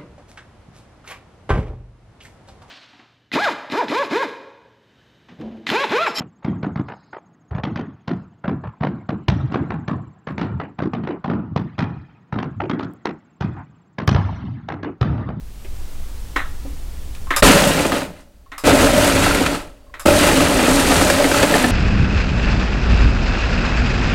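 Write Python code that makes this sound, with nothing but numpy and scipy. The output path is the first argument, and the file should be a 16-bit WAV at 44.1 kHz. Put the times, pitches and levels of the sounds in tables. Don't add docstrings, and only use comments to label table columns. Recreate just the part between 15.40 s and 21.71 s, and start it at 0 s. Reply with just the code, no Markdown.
import sys
import numpy as np
from scipy import signal
from scipy.fft import rfft, irfft, next_fast_len
from scipy.io import wavfile
from scipy.ndimage import map_coordinates

SR = 44100
rng = np.random.default_rng(int(sys.argv[2]) if len(sys.argv) > 2 else 0)


def generate_wav(signal):
    frames = np.transpose(np.atleast_2d(signal))
    scaled = np.clip(frames, -1, 1) * 32767
    pcm = np.round(scaled).astype(np.int16)
    wavfile.write(sys.argv[1], SR, pcm)


N = 278271
T = np.arange(N) / SR


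def amp(db):
    return 10 ** (np.asarray(db) / 20)


def unit(x):
    return x / np.sqrt(np.mean(x ** 2) + 1e-20)


def along(points, hz):
    f, v = np.transpose(points)
    return np.interp(np.log(hz + 1), np.log(f + 1), v)


def wobble(rate_hz):
    knots = rng.standard_normal(int(N * rate_hz / SR) + 4)
    return map_coordinates(knots, [T * rate_hz])


def filtered(x, response):
    m = next_fast_len(N + SR // 2)
    return irfft(rfft(x, m) * response(np.fft.rfftfreq(m, 1 / SR)), m)[..., :N]


def tone(spectrum):
    return lambda hz: amp(along(spectrum, hz))


def modes(table):
    def response(f):
        total = 0
        for k, (center_hz, width_hz, db) in enumerate(table):
            damping = 1j * f * width_hz
            total = total + (-1) ** k * amp(db) * damping / (center_hz ** 2 - f * f + damping)
        return total
    return response


def even(response):
    norm = np.sqrt(np.mean(np.abs(response(np.linspace(0, SR / 2, 4096))) ** 2))
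    return lambda hz: response(hz) / norm


def hail(rate_hz, spread_db, t60_s, smooth):
    size = np.minimum(rng.exponential(1, N), 3)
    blows = (rng.random(N) < rate_hz / SR) * amp(2 * spread_db * size)
    power = signal.lfilter([1], [1, -amp(-120 / (max(t60_s, 1e-4) * SR))], blows)
    return np.sqrt(power / power.mean() + smooth) * rng.standard_normal(N)


def puffs(times_s, db, t60_s):
    kicks = np.zeros(N)
    kicks[np.round(np.asarray(times_s) * SR).astype(int)] = amp(db)
    return signal.lfilter([1], [1, -amp(-60 / (t60_s * SR))], kicks) * rng.standard_normal(N)


def knocks(times_s, db, hz, t60_s, size=1500):
    t = np.arange(size) / SR
    decay = amp(db[:, None] - 60 * t / np.reshape(t60_s, (-1, 1)))
    rows = decay * np.sin(2 * np.pi * hz[:, None] * t)
    at = np.round(times_s * SR).astype(int)[:, None] + np.arange(size)
    return np.bincount(at.ravel(), rows.ravel(), N + SR)[:N]


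# (frequency [Hz], level [dB per Hz])
RUMBLE_SPECTRUM = [(7.1, -44.5), (12, 12), (17, -6.5), (64, -7), (73, -13.5), (87, -20), (200, -32),
                   (260, -47.5), (440, -120)]


def rumble():
    noise = filtered(rng.standard_normal(N), tone(RUMBLE_SPECTRUM))
    return unit(amp(1.5 * wobble(9.34)) * noise)


# (frequency [Hz], level [dB per Hz])
HISS_SPECTRUM = [(71, -30.5), (120, -14.5), (230, -2.5), (307, -2.5), (339, -6), (510, -8.5), (565, -9.5),
                 (783, -11), (1600, -15.5), (8010, -19), (15700, -23.5)]


def hiss():
    return unit(filtered(rng.standard_normal(N), tone(HISS_SPECTRUM)))


# (time [s], relative level [dB], resonance [Hz], width [Hz], t60 of the rub [s])
TOUCHES = [(0.248, -34, 384, 150, 0.09), (0.247, -39, 2380, 600, 0.071), (1.249, -35, 281, 30, 0.24),
           (1.25, -41, 540, 80, 0.2), (1.749, -38, 2360, 1990, 0.094), (1.87, -34.5, 1065, 89, 0.1),
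           (3.061, -34, 1090, 89, 0.13), (4.467, -34, 1080, 90, 0.067), (4.495, -37, 1070, 90, 0.087)]


def touches():
    rubs = np.zeros(N)
    for s, db, hz, width_hz, t60_s in TOUCHES:
        rubs += filtered(puffs([s], db, t60_s), even(modes([(hz, width_hz, 0)])))
    s, db, hz, width_hz, t60_s = np.transpose(TOUCHES)
    return rubs + knocks(s, db + 3.5 - width_hz / 60, hz, 1.1 * t60_s, size=9000)


# (frequency [Hz], t60 [s])
ROOM_DECAY = [(200, 0.39), (2000, 0.31), (6000, 0.26), (14000, 0.13)]


def kitchen(x):
    hz, t, z = signal.stft(rng.standard_normal(SR // 2), SR, nperseg=256)
    decay = amp(-60 * t / along(ROOM_DECAY, hz)[:, None])
    tail = signal.istft(z * decay, SR, nperseg=256)[1]
    delayed = np.pad(x, (300, 0))
    return signal.fftconvolve(delayed, tail / np.linalg.norm(tail))[:N]


# (time [s], relative level [dB])
KEY_PRESSES = [(0.961, -9.5), (1.906, -8.5), (3.118, -7), (4.54, -9)]
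# (frequency [Hz], level [dB], t60 [s])
PANEL_MODES = [(284, -4.5, 0.18), (738, -21, 0.13), (1057, 3, .12), (1305, 0, 0.17), (1890, 0.5, 0.089),
               (1727, -17, .14), (2110, -8, 0.18), (2600, -5.5, 0.047), (3380, -17.5, .1),
               (3900, -21.5, 0.032)]
# (frequency [Hz], level [dB per Hz])
SNAP_SPECTRUM = [(180, -42.5), (300, -0.5), (669, -14.5), (1040, -17), (1970, 4.5), (2360, -3.5),
                 (3860, -19.5), (4930, -20), (7790, -25), (15000, -49.5)]
# (frequency [Hz], width [Hz], level [dB])
HOUSING_MODES = [(1140, 960, 1.5), (1910, 260, 4.5), (2550, 210, -18.5), (3910, 560, -7)]
# (frequency [Hz], level [dB per Hz])
SPRING_SPECTRUM = [(1200, -37), (1750, -4), (2050, 5), (2350, -3.5), (3300, -36)]


def keys():
    panel, t = np.zeros(N + SR), np.arange(SR // 4) / SR
    attack = 1 - np.exp(-t / 0.00067)
    for s, db in KEY_PRESSES:
        ring = np.zeros(len(t))
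        for hz, level_db, t60_s in PANEL_MODES:
            decay = amp(level_db + rng.normal(0, 1.2) - 60 * t / t60_s)
            ring += decay * np.sin(2 * np.pi * hz * t)
        panel[round(s * SR):][:len(t)] += amp(db - 12) * ring * attack
    s, db = np.transpose(KEY_PRESSES)
    snap = filtered(puffs(s, db - 7.0, 0.1), even(tone(SNAP_SPECTRUM)))
    rattle = filtered(puffs(s, db - 10.5, 0.28), even(modes(HOUSING_MODES)))
    spring = filtered(puffs(s + 0.032, db - 14.5, 0.088), even(tone(SPRING_SPECTRUM)))
    return panel[:N] + snap + rattle + spring


# (time [s], relative level [dB])
RELAY_CLOSINGS = [(1.963, -4.5), (3.18, -2.5), (4.596, -4)]
# (frequency [Hz], level [dB per Hz])
CONTACT_SPECTRUM = [(240, -38), (400, -16), (1280, -4), (2900, -14), (3650, -23.5), (10900, -10.5),
                    (15700, -25.5)]
# (frequency [Hz], width [Hz], level [dB])
ARMATURE_MODES = [(560, 42, -7.5), (1220, 140, -1), (3740, 280, -10.5), (5110, 290, -8.5), (7600, 440, -11)]


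def relay():
    s, db = np.transpose(RELAY_CLOSINGS)
    bursts = puffs(s, db - 10.5, 0.18) + puffs(s, db - 17.0, 0.028)
    buzz = filtered(bursts, even(tone(CONTACT_SPECTRUM)))
    return buzz + filtered(puffs(s, db - 12.0, 0.21), even(modes(ARMATURE_MODES)))


# (start [s], switch-off [s], base level [dB], first bite [dB], rise [s], sag [dB/s],
# fizz [dB], hum [dB], air [dB], thud [dB]); the last four are layer offsets
PULSES = [(2.023, 2.598, -11.5, 11, 0.0053, 14.5, -10, -12, -14, -8),
          (3.238, 4.119, -10.5, 3.5, 0.025, 7.5, -9.5, -7, -9, -16),
          (4.655, 7, -13, 4, 0.0059, 2, -9, -9, -9.5, -13.5)]
FIZZ, HUM, AIR, THUD = 6, 7, 8, 9
BITE_S, RISE_DB = 0.076, 14.5
COAST_DB_PER_S, KNEE_S = 149, 0.032
REST_DB, REST_DB_PER_S = -31, 18


def effort(extra=None, coast=1.0, bite=1.0, rest_db=0):
    out = np.zeros(N)
    for row in PULSES:
        start_s, off_s, db, bite_db, rise_s, sag = row[:6]
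        t = np.maximum(T - start_s, 0)
        late = KNEE_S * np.logaddexp(0, (T - off_s) / KNEE_S)
        run_db = db + bite * bite_db * np.exp(-t / BITE_S)
        run_db -= RISE_DB * np.maximum(1 - t / rise_s, 0)
        run_db -= sag * (t - late)
        if extra is not None:
            run_db += row[extra]
        coasting = amp(-coast * COAST_DB_PER_S * late)
        settling = amp(REST_DB + rest_db - REST_DB_PER_S * late)
        out += (T >= start_s) * amp(run_db) * np.hypot(coasting, settling)
    return out


# (time [s], hum level [dB], air-column level [dB], treble level [dB], mean shaft hum [Hz])
LOAD = [(2.05, 2, -2, 1.5, 282), (2.191, -9, 7.5, 2.5, 250), (2.4, -7, -2, 0, 290), (2.6, 7, 6, -2, 271),
        (2.72, -3, 0, -8, 260), (2.82, 0, 6, 8, 260.1), (2.88, 2, 4, -5, 260), (3.3, 2, -1, -2, 288.3),
        (3.5, -2.5, -0.5, -2, 257.7), (3.61, -5.5, 8.5, 0.5, 262.5), (3.72, 1.5, -2, 2, 280),
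        (4.03, -2, -6.5, -2, 280.3), (4.7, -3, 4.5, -2, 278), (4.83, -3, 0, 0.5, 285),
        (4.93, -2, 4.5, -1, 284.5), (5.1, 1, -7, -1.5, 254.2), (5.24, 3.5, 0.5, -1.5, 252),
        (5.42, 6, -5, 2.5, 264.5), (5.72, -3.5, 1.5, 0.5, 274), (5.79, 2, 4.5, -0.5, 272),
        (5.95, 1.5, -6, 1, 288.6), (6.12, -3, 1, -1.5, 274.3), (6.31, 7.5, -12, -2, 268.5)]
LOAD_HUM, LOAD_AIR, LOAD_TREBLE, LOAD_HZ = 1, 2, 3, 4


def load(index):
    rows = np.array(LOAD)
    return np.interp(T, rows[:, 0], rows[:, index])


def chunks(count):
    size, pitch = rng.standard_normal((2, count))
    times_s = rng.random(count) * (N - 1) / SR
    return unit(knocks(times_s, 4 * size, 1700 * np.exp(.45 * pitch), 0.0091))


# (frequency [Hz], width [Hz], level [dB])
JAR_MODES = [(154, 43, -11.5), (275.7, 74, 0), (409.4, 247, 0), (463.8, 129, 2), (591, 81, -7),
             (716, 82, -6), (876, 91, -12.5)]
# (frequency [Hz], width [Hz], level [dB])
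WALL_MODES = [(1005, 146, -4.5), (1282, 117, 2.5), (1480, 585, -3.5), (2080, 254, 0), (2303, 586, -2.5),
              (2840, 744, 0), (3227, 1020, -4), (4730, 1020, -15)]
# (frequency [Hz], level [dB per Hz])
SPLINTER_SPECTRUM = [(2350, -13.5), (4000, -4), (5350, -3), (8560, -2), (12900, -11), (15100, -22.5),
                     (15700, -32)]


def churn():
    surge = wobble(14)
    boom = filtered(hail(110, 0.8, 0.1, 0.39), modes(JAR_MODES))
    boom = unit(amp(0.68 * surge) * boom)
    cracks = filtered(hail(220, 3.2, 0.072, 1.0), modes(WALL_MODES))
    cracks = unit(amp(1.1 * surge + 0.26 * wobble(30)) * cracks)
    cracks = unit(cracks + amp(-8) * chunks(count=900))
    fizz = filtered(hail(1000, 3.9, 0.032, 0.75), tone(SPLINTER_SPECTRUM))
    fizz = unit(amp(1.0 * surge) * fizz)

    treble_db = load(LOAD_TREBLE)
    boom_gain = amp(-4.5) * effort(coast=0.97)
    crack_gain = amp(-6.5 + 0.58 * treble_db) * effort(coast=1.0, bite=0.75, rest_db=-3)
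    fizz_gain = amp(-1.5 + treble_db) * effort(FIZZ, coast=1.03, bite=0.75, rest_db=-7.5)
    return boom_gain * boom + crack_gain * cracks + fizz_gain * fizz


# (frequency [Hz], level [dB per Hz])
BASE_SPECTRUM = [(70, -37), (115, -9.5), (175, 3), (215, 1), (300, -34)]


def base_thuds():
    thud = unit(filtered(hail(60, 5.6, 0.02, 0.99), tone(BASE_SPECTRUM)))
    return effort(THUD, coast=1.0, bite=0.65) * thud


# (frequency [Hz], level [dB per Hz])
AIR_SPECTRUM = [(500, -43), (565, -4.5), (587, -0.5), (615, -2), (700, -43)]


def air_column():
    air = unit(filtered(hail(87, 2.0, 0.059, 0.69), tone(AIR_SPECTRUM)))
    return effort(AIR, coast=1.0, bite=0.8, rest_db=3.5) * amp(load(LOAD_AIR)) * air


def shaft():
    hz = load(LOAD_HZ) * (1 + 0.02508 * wobble(40) + 0.02992 * wobble(12))
    level = effort(HUM, coast=1.07, bite=.4) * amp(load(LOAD_HUM) + 3.5 * wobble(25))
    return level * np.sin(2 * np.pi * np.cumsum(hz) / SR)


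# (frequency [Hz], level [dB per Hz])
SHAKE_SPECTRUM = [(7.1, -41.5), (12, -10), (32, 10), (60, 3.5), (108, 5), (130, -14), (170, -36),
                  (290, -120)]
SHAKE_DB = -9.5


def counter():
    shaken = filtered(rng.standard_normal(N), tone(SHAKE_SPECTRUM))
    return amp(SHAKE_DB) * effort(coast=0.72, bite=0.9) * unit(amp(1.5 * wobble(5)) * shaken)


WHINE_LEVELS = [-77, -73, -76]
WHINE_HZ = 4610


def whine():
    pulse = np.searchsorted([row[0] for row in PULSES], T)
    level = amp(np.array([-120, *WHINE_LEVELS])[pulse] + 3 * wobble(5.4))
    hz = WHINE_HZ * (1 + .002 * wobble(30))
    return level * np.sin(2 * np.pi * np.cumsum(hz) / SR)


# (time [s], relative level [dB], knock [Hz],
# boom offset [dB], treble offset [dB], knock offset [dB])
LUMPS = [(2.024, -2, 1830, -13, -24.5, -4), (2.4507, -10, 1250, 1.5, -10, -4.5),
         (2.5195, -5.5, 1220, -1.5, -13, -7), (2.6186, -18.5, 1423, 2, -16, -5),
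         (2.7638, -39, 1280, -3, -12, -7), (3.271, -4, 1260, 8, -16, -6.5),
         (3.2966, -6.5, 1480, -1, -10, -4), (3.7536, -5, 1580, -4.5, -8, -8.5),
         (3.8628, -3, 1347, -1.5, -11, -8), (3.91, -5.5, 1394, -17, -12, -5.5),
         (3.9472, -6, 2176, -5, 0.5, -8), (4.0195, -16.5, 1300, -3.5, -13.5, -5),
         (4.0623, -2, 1340, -14, -4.5, -7.5), (4.1474, -15.5, 1276, -3, -10, -5),
         (4.1998, -28, 1750, -3, -10, -8), (4.6586, -7.5, 1330, 3, -14, -1),
         (4.6827, -7, 1440, 7, -16, -3.5), (4.915, -11, 1900, 2, -12, -4), (5.004, -5.5, 1290, -4, -19, -7),
         (5.2766, -5.5, 1270, 1.5, -12, -6), (5.5181, -3.5, 1230, -4, -22, -7),
         (5.6128, -2.5, 1300, -8.5, -6.5, -5.5), (5.6999, -2, 1640, -1.5, 2, -6.5),
         (5.8015, -14, 2240, 4, -14.5, -5), (5.8423, -5, 2160, -1.5, -14.5, -7),
         (5.915, -6, 1590, -3, -12, -4.5), (5.9444, -10, 1282, -1, -4, 1.5),
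         (5.9976, -9.5, 1590, -8, -18.5, -4), (6.0285, -2, 1762, 0, -0.5, -9.5),
         (6.1405, -3.5, 1790, -0.5, -14, -2.5), (6.1521, -4.5, 1213, -4.5, -19, -4.5),
         (6.2421, -5, 1758, -8, -22, 0)]


def lumps():
    s, db, hz, boom_db, treble_db, knock_db = np.transpose(LUMPS)
    boom = filtered(puffs(s, db + boom_db - 4.0, 0.053), even(modes(JAR_MODES)))
    crack = filtered(puffs(s, db - 12.0, 0.059), even(modes(WALL_MODES)))
    spray = filtered(puffs(s, db + treble_db - 18, 0.091), even(tone(SPLINTER_SPECTRUM)))
    return boom + crack + spray + knocks(s, db + knock_db, hz, 0.029)


# (time [s], level [dB])
QUIET_GAIN = [(0, -7), (.4, -0.5), (2.004, -0.5), (2.018, -17), (3.1, -18), (6.31, -17)]
RUMBLE_DB, HISS_DB = -25, -43.5


def scene():
    background = amp(RUMBLE_DB) * rumble() + amp(HISS_DB) * hiss()
    hands = touches() + keys() + relay()
    quiet = hands + amp(-13.5) * kitchen(hands) + background
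    quiet = amp(np.interp(T, *np.transpose(QUIET_GAIN))) * quiet
    blender = churn() + base_thuds() + air_column() + shaft() + lumps()
    blender_in_room = blender + amp(-14.0) * kitchen(blender)
    return np.tile(blender_in_room + counter() + whine() + quiet, (2, 1))


TOP_HZ = 15850


def record(dry):
    squeezed = dry / (1 + np.abs(dry / 1.02) ** 12) ** (1 / 12)
    return filtered(squeezed, lambda hz: hz < TOP_HZ)


dry = scene()
out = record(dry)
generate_wav(out)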